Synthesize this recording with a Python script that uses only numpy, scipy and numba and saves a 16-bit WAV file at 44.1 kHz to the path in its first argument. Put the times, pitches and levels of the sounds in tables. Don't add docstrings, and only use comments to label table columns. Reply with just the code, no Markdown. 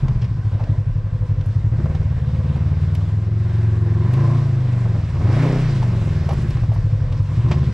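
import sys
import numpy as np
from scipy import signal
from scipy.fft import rfft, irfft
from scipy.io import wavfile
from scipy.ndimage import uniform_filter1d
from numba import njit

SR = 44100
rng = np.random.default_rng(int(sys.argv[2]) if len(sys.argv) > 2 else 0)


def persist_wave(psi):
    counts = np.round(np.clip(psi, -1, 1) * 32767).astype(np.int16)
    wavfile.write(sys.argv[1], SR, np.atleast_2d(counts).T)


def amplitude_ratio(level_db):
    exponent = np.asarray(level_db, float) / 20
    return 10 ** exponent


N = 340893


def rms_one(x):
    return x / np.sqrt(np.mean(x ** 2) + 1e-20)


def in_time(rows):
    seconds, *columns = np.transpose(rows)
    return [np.interp(np.arange(N) / SR, seconds, column) for column in columns]


def at_hz(points, hz):
    point_hz, values = np.array(points).T
    return np.interp(np.log(hz), np.log(point_hz), values)


def even(x, seconds):
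    return x / np.sqrt(uniform_filter1d(x ** 2, int(seconds * SR)) + 1e-12)


def drift(rate_hz):
    r = np.exp(-80 * np.pi * rate_hz / SR)
    noise = rng.standard_normal(N // 40 + 2002)
    slow = signal.lfilter([1], [1, -2 * r, r * r], noise)[2000:]
    return np.interp(np.arange(N) / 40, np.arange(len(slow)), rms_one(slow))


def resonate(x, modes):
    out = 0
    for k, (hz, width, db) in enumerate(modes):
        r = np.exp(-np.pi * width / SR)
        rise = [(1 - r * r) / 2, 0, (r * r - 1) / 2]
        ring = [1, -2 * r * np.cos(2 * np.pi * hz / SR), r * r]
        out = out + (-1) ** k * amplitude_ratio(db) * signal.lfilter(rise, ring, x + 1e-18)
    return out


@njit
def gliding(x, hz, width, sr):
    out, r = np.zeros(len(x)), np.exp(-np.pi * width / sr)
    for i in range(2, len(x)):
        w = 2 * np.pi * hz[i] / sr
        out[i] = x[i - 1] * w + 2 * r[i] * np.cos(w) * out[i - 1] - r[i] * r[i] * out[i - 2]
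    return out


def cut(x, hz, kind, order=2):
    return signal.sosfilt(signal.butter(order, hz, kind, fs=SR, output="sos"), x)


# pitch_hz, likeness (0-1)
LIKENESS = [(60, 0.99), (180, 0.98), (510, 1), (1500, 0.89), (4400, 0.79), (12900, 0.6)]


def banded(spectrum, source, patchy_db):
    out, together = 0, drift(14)
    lowest, highest = spectrum[0][0], spectrum[-1][0]
    edges = lowest * 2 ** np.arange(0, np.log2(highest / lowest), .5)
    for k, (low, high) in enumerate(zip(edges, edges[1:])):
        mid, side = cut(source[k % 2], [low, high], "band")
        hz = np.sqrt(low * high)
        alike = np.clip(at_hz(LIKENESS, hz), 0, 1)
        gain = amplitude_ratio(at_hz(spectrum, hz) + patchy_db * (0.46 * together + drift(6.0)))
        out = out + gain * (np.sqrt(1 + alike) * mid + np.sqrt(1 - alike) * side * [[1], [-1]])
    return rms_one(out)


# time_s, speed_hz (four-stroke cycles per second)
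SPEED = [(0.0, 16.95), (0.17, 15.24), (0.34, 12.75), (0.5, 12.46), (0.67, 11.74), (0.9, 11.24),
         (1.15, 12.29), (1.36, 11.48), (1.57, 10.73), (1.7, 14.29), (1.83, 18.29), (2.0, 19.01),
         (2.24, 17.52), (2.4, 18.25), (2.75, 18.62), (3.1, 20.5), (3.47, 22.54), (3.92, 21.14),
         (4.0, 21.42), (4.2, 27.6), (4.36, 29.3), (4.44, 27.5), (4.6, 25.24), (4.8, 23.7), (4.95, 21.76),
         (5.13, 17.52), (5.2, 20.0), (5.4, 30.32), (5.5, 32.06), (5.6, 31.98), (5.78, 25.12), (5.95, 22.42),
         (6.2, 19.18), (6.5, 16.17), (6.75, 12.75), (7.0, 11.26), (7.15, 10.82), (7.3, 10.95),
         (7.38, 13.69), (7.52, 18.44), (7.73, 16.6)]
CRAWL_HZ = 18


def octaves():
    return np.log2(in_time(SPEED)[0] / CRAWL_HZ)


IDLE_MISFIRE, SMOOTH_MISFIRE = .12, .025
SMOOTH_FROM_HZ, SMOOTH_OVER_HZ = 13, 7


def misfire():
    smooth_hz = [SMOOTH_FROM_HZ, SMOOTH_FROM_HZ + SMOOTH_OVER_HZ]
    return np.interp(in_time(SPEED)[0], smooth_hz, [IDLE_MISFIRE, SMOOTH_MISFIRE])


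SECOND_FIRING = .242


def firings(cycle, misfire, second_db, spread_db, jitter_s):
    out, turns = np.zeros(N), np.arange(np.ceil(cycle[0]), cycle[-1] - 1)
    for late, db in ((0, 0), (SECOND_FIRING, second_db)):
        chance = rng.standard_normal((len(turns), 2))
        at = np.searchsorted(cycle, turns + late)
        at = np.clip(at + (jitter_s * SR * misfire[at] * chance[:, 0]).astype(int), 0, N - 1)
        out[at] -= amplitude_ratio(db + spread_db * misfire[at] * chance[:, 1])
    return out


# time_s, boom_level_db, roar_level_db, clatter_level_db
DRIVE = [(0, -15, -40, -49.5), (.4, -22, -44.5, -54.5), (.69, -17, -38, -51), (.9, -23.5, -44.5, -55.5),
         (1.6, -18, -41, -52), (1.86, -16.5, -35.5, -50.5), (2.15, -19, -41.5, -50),
         (2.8, -16.5, -38, -48.5), (3.3, -18, -43, -51.5), (3.6, -15.5, -39.5, -47.5),
         (3.97, -14.5, -39, -47.5), (4.25, -13, -33, -42), (4.48, -16.5, -40, -46), (4.97, -16, -36, -47.5),
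         (5.1, -22, -42, -46.5), (5.2, -16, -34.5, -47.5), (5.27, -12.5, -29.5, -42.5),
         (5.35, -14.5, -26.5, -37), (5.42, -16.5, -26, -37.5), (5.52, -21, -27, -38),
         (5.62, -19, -33.5, -39), (5.72, -18, -37, -40), (5.85, -15, -36, -43), (6.4, -19, -38.5, -44),
         (6.7, -16, -40.5, -48), (7.05, -19, -40, -49.5), (7.3, -18.5, -42.5, -48), (7.5, -13, -35.5, -44),
         (7.73, -17, -39.5, -46)]
# pitch_hz, width_hz, level_db
MUFFLER = [(80.1, 32, -3), (110.3, 42.5, 12), (136.2, 18.2, -9)]
# time_s, pitch_factor
BOOM_PITCH = [(0, 1.15), (.4, 0.982), (1.0, 1.002), (1.6, 0.976), (1.9, 1.016), (2.5, 1), (3.2, 0.986),
              (3.9, 1.005), (4.12, 1.15), (4.35, 1.15), (4.6, 1.13), (4.8, 1.103), (5.1, 1.04),
              (5.27, 0.99), (5.4, 1.15), (5.6, 1.26), (5.75, 1.16), (5.95, 1.06), (6.3, 1.02), (6.8, 1.015),
              (7.2, .99), (7.45, 1.04), (7.73, .98)]
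DAMPING_AT_CRAWL, DAMPING_PER_OCTAVE = 0.95, 0.21
WEAK_ORDER, WEAK_SHARE = 3, 0.5


def exhaust(pulses, cycle):
    level_db, factor = in_time(DRIVE)[0], in_time(BOOM_PITCH)[0]
    damping = np.clip(DAMPING_AT_CRAWL + DAMPING_PER_OCTAVE * octaves(), .5, 2)
    breath = amplitude_ratio(-57) * rng.standard_normal(N)
    push = cut(cut(pulses, 300, "low") + breath, 74, "high", order=4)
    boom = 0
    for hz, width, db in MUFFLER:
        once = gliding(push, hz * factor, width * damping, SR)
        boom = boom + amplitude_ratio(db) * width / hz * gliding(once, hz * factor, width * damping, SR)
    turns = np.arange(cycle[0], cycle[-1], 1 / 512)
    peak = signal.iirpeak(WEAK_ORDER, 5, fs=512)
    weak = signal.lfilter(*peak, np.interp(turns, cycle, boom))
    boom = boom - WEAK_SHARE * np.interp(cycle, turns, weak)
    return amplitude_ratio(level_db) * even(boom, 0.26)


HEAVE_DB, HEAVE_DB_PER_OCTAVE = -42.5, 15.5


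def heave(cycle):
    level_db = HEAVE_DB + HEAVE_DB_PER_OCTAVE * octaves()
    return amplitude_ratio(level_db) * np.sqrt(2) * np.cos(2 * np.pi * (cycle - .3))


GUST_AT_CRAWL, GUST_PER_OCTAVE = .33, .3


def puffs(pulses):
    fade = amplitude_ratio(-60 / (.09 * SR))
    flow = np.abs(signal.lfilter([1], [1, -fade], cut(np.abs(pulses), 50, "low")))
    share = np.clip(GUST_AT_CRAWL + GUST_PER_OCTAVE * octaves(), .05, .7)
    return 1 - share + share * flow / (uniform_filter1d(flow, int(.2 * SR)) + 1e-9)


# (relative, per Hz on noise bands)
ROAR = [(120, -32), (200, -1.5), (302, -8.5), (496, -9), (798, -16.5), (1060, -26), (1280, -18.5),
        (2500, -37), (3250, -69), (5500, -120)]
BARK_DB, BARK_DB_PER_OCTAVE = -7, 6


def roar(pulses):
    bark = rms_one(cut(even(pulses, 0.21), [170, 560], "band"))
    gas = banded(ROAR, rng.standard_normal((2, 2, N)) * puffs(pulses), patchy_db=1.6)
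    both = rms_one(gas + amplitude_ratio(BARK_DB + BARK_DB_PER_OCTAVE * octaves()) * bark)
    return amplitude_ratio(in_time(DRIVE)[1]) * both


# order (multiple of the cycle), level_db (relative)
PULL_ORDERS = [(5, 15.5), (6, -0.5), (7, -8), (8, 2.5), (9, 3.5), (10, -9), (11, -5.5), (12, 2), (13, 1.5),
               (14, -8), (15, -11), (16, -10), (17, -9.5), (18, -12), (20, -9.5), (21, -12)]
PULL_PEAK = 0.3964
PULL_DB, PULL_FOLLOWS = -47.5, 0.86
PULL_FULL_HZ, PULL_DB_PER_HZ = 17.4, -0.5


def pull(cycle):
    orders = 0
    for order, db in PULL_ORDERS:
        level = amplitude_ratio(db + 1.5 * drift(5))
        turn = order * (cycle - PULL_PEAK) + .1 * rng.standard_normal()
        orders = orders + level * np.sin(2 * np.pi * turn)
    roar_db = in_time(DRIVE)[1]
    below_hz = np.maximum(PULL_FULL_HZ - in_time(SPEED)[0], 0)
    level_db = PULL_DB + PULL_FOLLOWS * (roar_db - roar_db.mean()) - PULL_DB_PER_HZ * below_hz
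    return amplitude_ratio(level_db) * orders


# pitch_hz, width_hz, turbulence_share (0-1)
PIPE = [(343, 46, .05), (150, 48, .03), (192, 36, .03), (258, 70, .08), (505, 50, .5), (660, 110, .6),
        (1020, 220, .75), (1560, 100, .9), (2100, 450, .9)]
# level_db (at mean roar and a crawl), share of the roar's swing,
# slope_db (per octave of speed)
PIPE_DB = [(-47, 0.43, 2), (-33, 0.6, 0), (-36, 0.3, 5.5), (-46, 0.88, 1), (-55, 0.9, -5), (-57, 0.22, 8.5),
           (-49.5, .5, 1.5), (-60, 0.29, 2.5), (-60.5, 1, 6)]
# time_s, drone_db (about 350 Hz),
# whine_db (about 500 Hz), hum_db (under 200 Hz), rasp_db
SWELL = [(0, -3.5, -12.5, 3.5, 1.5), (.6, -14.5, 0.5, -7, -1.5), (1.299, -4, 10, -5, 0.5),
         (1.6, -12.5, -1, -5, -1.5), (1.8, 6, 3, 5, -2.5), (2.15, -6, 6.5, -5, -3.5),
         (2.45, -10.5, 12, 5.5, 2), (3.1, -2.5, -11.5, -2, -3), (3.499, 5.5, -17, -2.5, -2.5),
         (4.071, 12, -14, -3.5, 5.5), (4.35, 6.5, -10, 0.5, 10.5), (4.55, -1, -3, -6.5, -0.5),
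         (5.04, -2.5, -5, -4, -1), (5.25, 4.5, -3, -6, 5), (5.45, 4, -5, -1.5, 3.5),
         (6.0, 4, 9.5, 0.5, 0.5), (6.45, 6.5, -1.5, 3, 1.5), (6.9, -2, 7, -13.5, -1),
         (7.3, -6, 4.5, -3.5, 4), (7.5, 13.5, 3.5, 4.5, 7), (7.73, 3.5, 7.5, 5.5, -1.5)]
SWELL_OF = {0: 0, 4: 1, 1: 2, 2: 2, 3: 3, 5: 3, 6: 3}


def pipe(pulses):
    out, steady, roar_db = 0, even(pulses, 0.23), in_time(DRIVE)[1]
    swell_db, gusty = in_time(SWELL), rms_one(puffs(pulses))
    for k, ((hz, width, share), (db, follows, octave_db)) in enumerate(zip(PIPE, PIPE_DB)):
        level_db = db + follows * (roar_db - roar_db.mean()) + octave_db * octaves()
        if k in SWELL_OF:
            level_db = level_db + swell_db[SWELL_OF[k]]
        drive = np.sqrt(1 - share) * steady + np.sqrt(share) * gusty * rng.standard_normal(N)
        mode = [(hz, width, 0)]
        out = out + amplitude_ratio(level_db) * rms_one(resonate(resonate(drive, mode), mode))
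    return out


# pitch_hz, level_db (relative)
CLATTER = [(710, -31), (1200, -3), (1300, 4), (1910, -3.5), (2560, -6), (5440, -12.5), (9000, -27),
           (11900, -51), (12800, -61), (13300, -68)]


def clatter(cycle):
    sizes = amplitude_ratio(4.9 * np.minimum(rng.exponential(1, (2, N)), 5)) * rng.choice([-1, 1], (2, N))
    grains_per_s = 900 * amplitude_ratio(5 * drift(8))
    grains = rms_one(sizes * (rng.random((2, N)) < grains_per_s / SR))
    hiss = rng.standard_normal((2, 2, N)) * (1 + 0.032 * np.cos(2 * np.pi * (cycle - .3)))
    return amplitude_ratio(in_time(DRIVE)[2]) * banded(CLATTER, hiss + 0.055 * grains, patchy_db=1.32)


IDLE_HZ = 11.9
BEHIND_DB, BEHIND_DB_PER_OCTAVE = -28, -6


def idling_behind():
    cycle = np.cumsum(IDLE_HZ * (1 + 0.02005 * drift(0.603))) / SR
    pulses = firings(cycle, np.ones(N), second_db=-1.5, spread_db=2.0, jitter_s=0.00091)
    modes = [(54.0, 18.0, -8.5), (108.4, 15.0, 3.5), (143.9, 27.0, -2.0)]
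    level_db = BEHIND_DB + BEHIND_DB_PER_OCTAVE * np.maximum(octaves(), 0)
    return amplitude_ratio(level_db) * rms_one(resonate(cut(pulses, 220, "low"), modes))


# time_s, level_db
WIND = [(0, -21), (.45, -42.5), (.9, -30.5), (1.8, -34), (2.2, -34.5), (2.6, -50.5), (3.9, -46.5),
        (4.7, -48), (5.3, -32.5), (6.1, -32.5), (6.6, -33.5), (7.1, -32), (7.4, -39), (7.73, -49.5)]


def wind():
    middle_and_side = rng.standard_normal((2, N)) * [[1], [.06]]
    mid, side = amplitude_ratio(in_time(WIND)[0]) * rms_one(cut(middle_and_side, [28, 52], "band"))
    return mid + side * [[1], [-1]]


# start_s, dull_level_db, bright_level_db (drive, each relative), t60_s
KNOCKS = [(0.08, -24, -42, 0.049), (0.214, -40, -46, 0.1), (0.24, -42.5, -46, 0.078),
          (0.515, -34, -61, 0.1), (0.596, -28.5, -60, 0.16), (0.635, -34.5, -49.5, 0.074),
          (1.408, -33, -46, 0.039), (1.789, -34, -54.5, 0.055), (1.858, -19, -50, 0.035),
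          (1.947, -27, -44.5, 0.065), (2.558, -23, -50, 0.041), (2.948, -39.5, -42.5, 0.053),
          (3.012, -31.5, -60.5, 0.081), (4.135, -30.5, -43, 0.079), (4.854, -24.5, -65, 0.049),
          (5.272, -19.5, -47, 0.044), (5.825, -21, -42.5, 0.074), (6.288, -20, -40.5, 0.07),
          (6.306, -20.5, -44.5, 0.097), (6.33, -27, -45, 0.058), (6.504, -38, -42, 0.047),
          (6.566, -28.5, -47, 0.06), (6.634, -25.5, -51, 0.058), (6.717, -26.5, -52.5, 0.1),
          (6.76, -28.5, -54, .05), (7.023, -37, -53, 0.068), (7.122, -29.5, -43, 0.048),
          (7.482, -33, -43.5, 0.036), (7.511, -14.5, -32, 0.085)]
# pitch_hz, width_hz, level_db
KNOCK_DULL = [(540, 230, 6.5), (980, 400, 4), (1520, 140, -8.5)]
# pitch_hz, width_hz, level_db
KNOCK_BRIGHT = [(1770, 550, 6.5), (2960, 1300, 3.5), (5220, 1300, -1), (7950, 2500, -23.5)]


def knocks():
    dull, bright = np.zeros(N), np.zeros(N)
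    age = np.arange(int(.15 * SR)) / SR
    for start_s, dull_db, bright_db, t60 in KNOCKS:
        at = round(start_s * SR)
        shape = (amplitude_ratio(-60 * age / max(t60, .01)) * np.minimum(age / .002, 1))[:N - at]
        end = at + len(shape)
        grit = rng.standard_normal((2, len(age)))[:, :len(shape)] * shape
        grit[0, 20] += 7.0
        onset = np.minimum(age / 0.0044, 1)[:len(shape)]
        dull[at:end] += amplitude_ratio(dull_db + 3.5) * grit[0]
        bright[at:end] += amplitude_ratio(bright_db + 12.5) * grit[1] * onset
    return resonate(dull, KNOCK_DULL) + resonate(bright, KNOCK_BRIGHT)


def woods(x):
    dull = cut(x, [420, 3500], "band")
    lags = (rng.uniform(0.0044, .07, (2, 6)) * SR).astype(int)
    sides = []
    for side in lags:
        sides.append(sum(np.pad(dull, (lag, 0))[:N] * amplitude_ratio(-180 * lag / SR) for lag in side))
    return np.array(sides)


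# start_s, length_s, pitch_hz, level_db (at its fullest)
SQUEALS = [(.3, 0.36, 763, -54.5), (3.4, 0.65, 833, -54)]


def squeals():
    out, t = 0, np.arange(N) / SR
    for start_s, length_s, hz, db in SQUEALS:
        modes = [(hz, 55, -3), (2 * hz, 130, -3.5)]
        tone = rms_one(resonate(resonate(rng.standard_normal(N), modes), modes))
        swell = np.sin(np.pi * np.clip((t - start_s) / length_s, 0, 1))
        out = out + amplitude_ratio(db) * swell * tone
    return out


# start_s, level_db (before the band filter and the side's chance)
TICKS = [(1.4606, -49), (2.9496, -39), (4.135, -36), (6.2898, -43), (6.325, -44), (6.336, -42),
         (6.4192, -47), (6.504, -45), (6.7365, -47), (6.7472, -45), (7.225, -49)]


def ticks():
    out, age = np.zeros((2, N)), np.arange(int(.025 * SR)) / SR
    for start_s, db in TICKS:
        at = round(start_s * SR)
        shape = amplitude_ratio(db - 60 * age / 0.023) * np.minimum(age / 0.00075, 1)
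        grit = rng.standard_normal(len(age)) * shape
        out[:, at:at + len(age)] += grit * amplitude_ratio(rng.normal(0, 3.5) * np.array([[1], [-1]]))
    return cut(out, [4500, 12500], "band")


START_CYCLE = .6
BODY_LAG_S = .011


def scene():
    cycle = START_CYCLE + np.cumsum(in_time(SPEED)[0]) / SR
    pulses = firings(cycle, misfire(), second_db=-1.5, spread_db=17.0, jitter_s=0.003)
    late = np.pad(pulses, (int(BODY_LAG_S * SR), 0))[:N]
    hits, rings = knocks(), pipe(late)
    engine = exhaust(pulses, cycle) + heave(cycle) + pull(cycle) + rings
    middle = engine + idling_behind() + hits + squeals()
    echoes = amplitude_ratio(-13.0) * woods(hits + rings)
    return middle + echoes + roar(late) + clatter(cycle) + ticks() + wind()


def squeeze(x, knee_db, share, attack_s, release_db_per_s):
    level_db = 20 * np.log10(np.abs(x).max(axis=0) + 1e-6)
    fall_db = release_db_per_s * np.arange(N) / SR
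    held_db = np.maximum.accumulate(level_db + fall_db) - fall_db
    over_db = np.maximum(held_db - knee_db, 0)
    r = np.exp(-1 / (attack_s * SR))
    return x * amplitude_ratio(-share * signal.lfilter([1 - r], [1, -r], over_db))


def low_pass(x):
    return signal.sosfilt(signal.butter(12, 13490, fs=SR, output="sos"), x)


# pitch_hz, lean_db (left minus right)
LEAN = [(60, 0.5), (180, 0.5), (510, -2), (1500, -1.5), (4400, 0), (12900, 1)]


def record(dry):
    hz = np.maximum(np.fft.rfftfreq(N, 1 / SR), 20)
    lean = amplitude_ratio(at_hz(LEAN, hz) / 2 * [[1], [-1]])
    lag_samples = 1 / (1 + (hz / 6500) ** 4) * [[1], [0]]
    ports = irfft(rfft(dry) * lean * np.exp(-2j * np.pi * hz / SR * lag_samples), N)
    heard = cut(ports, 18, "high")
    heard = squeeze(heard, knee_db=-14.5, share=0.25, attack_s=0.0061, release_db_per_s=125.0)
    mix = 0.72 * np.tanh(heard / 0.65)
    return low_pass(mix)


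dry = scene()
out = record(dry)
persist_wave(out)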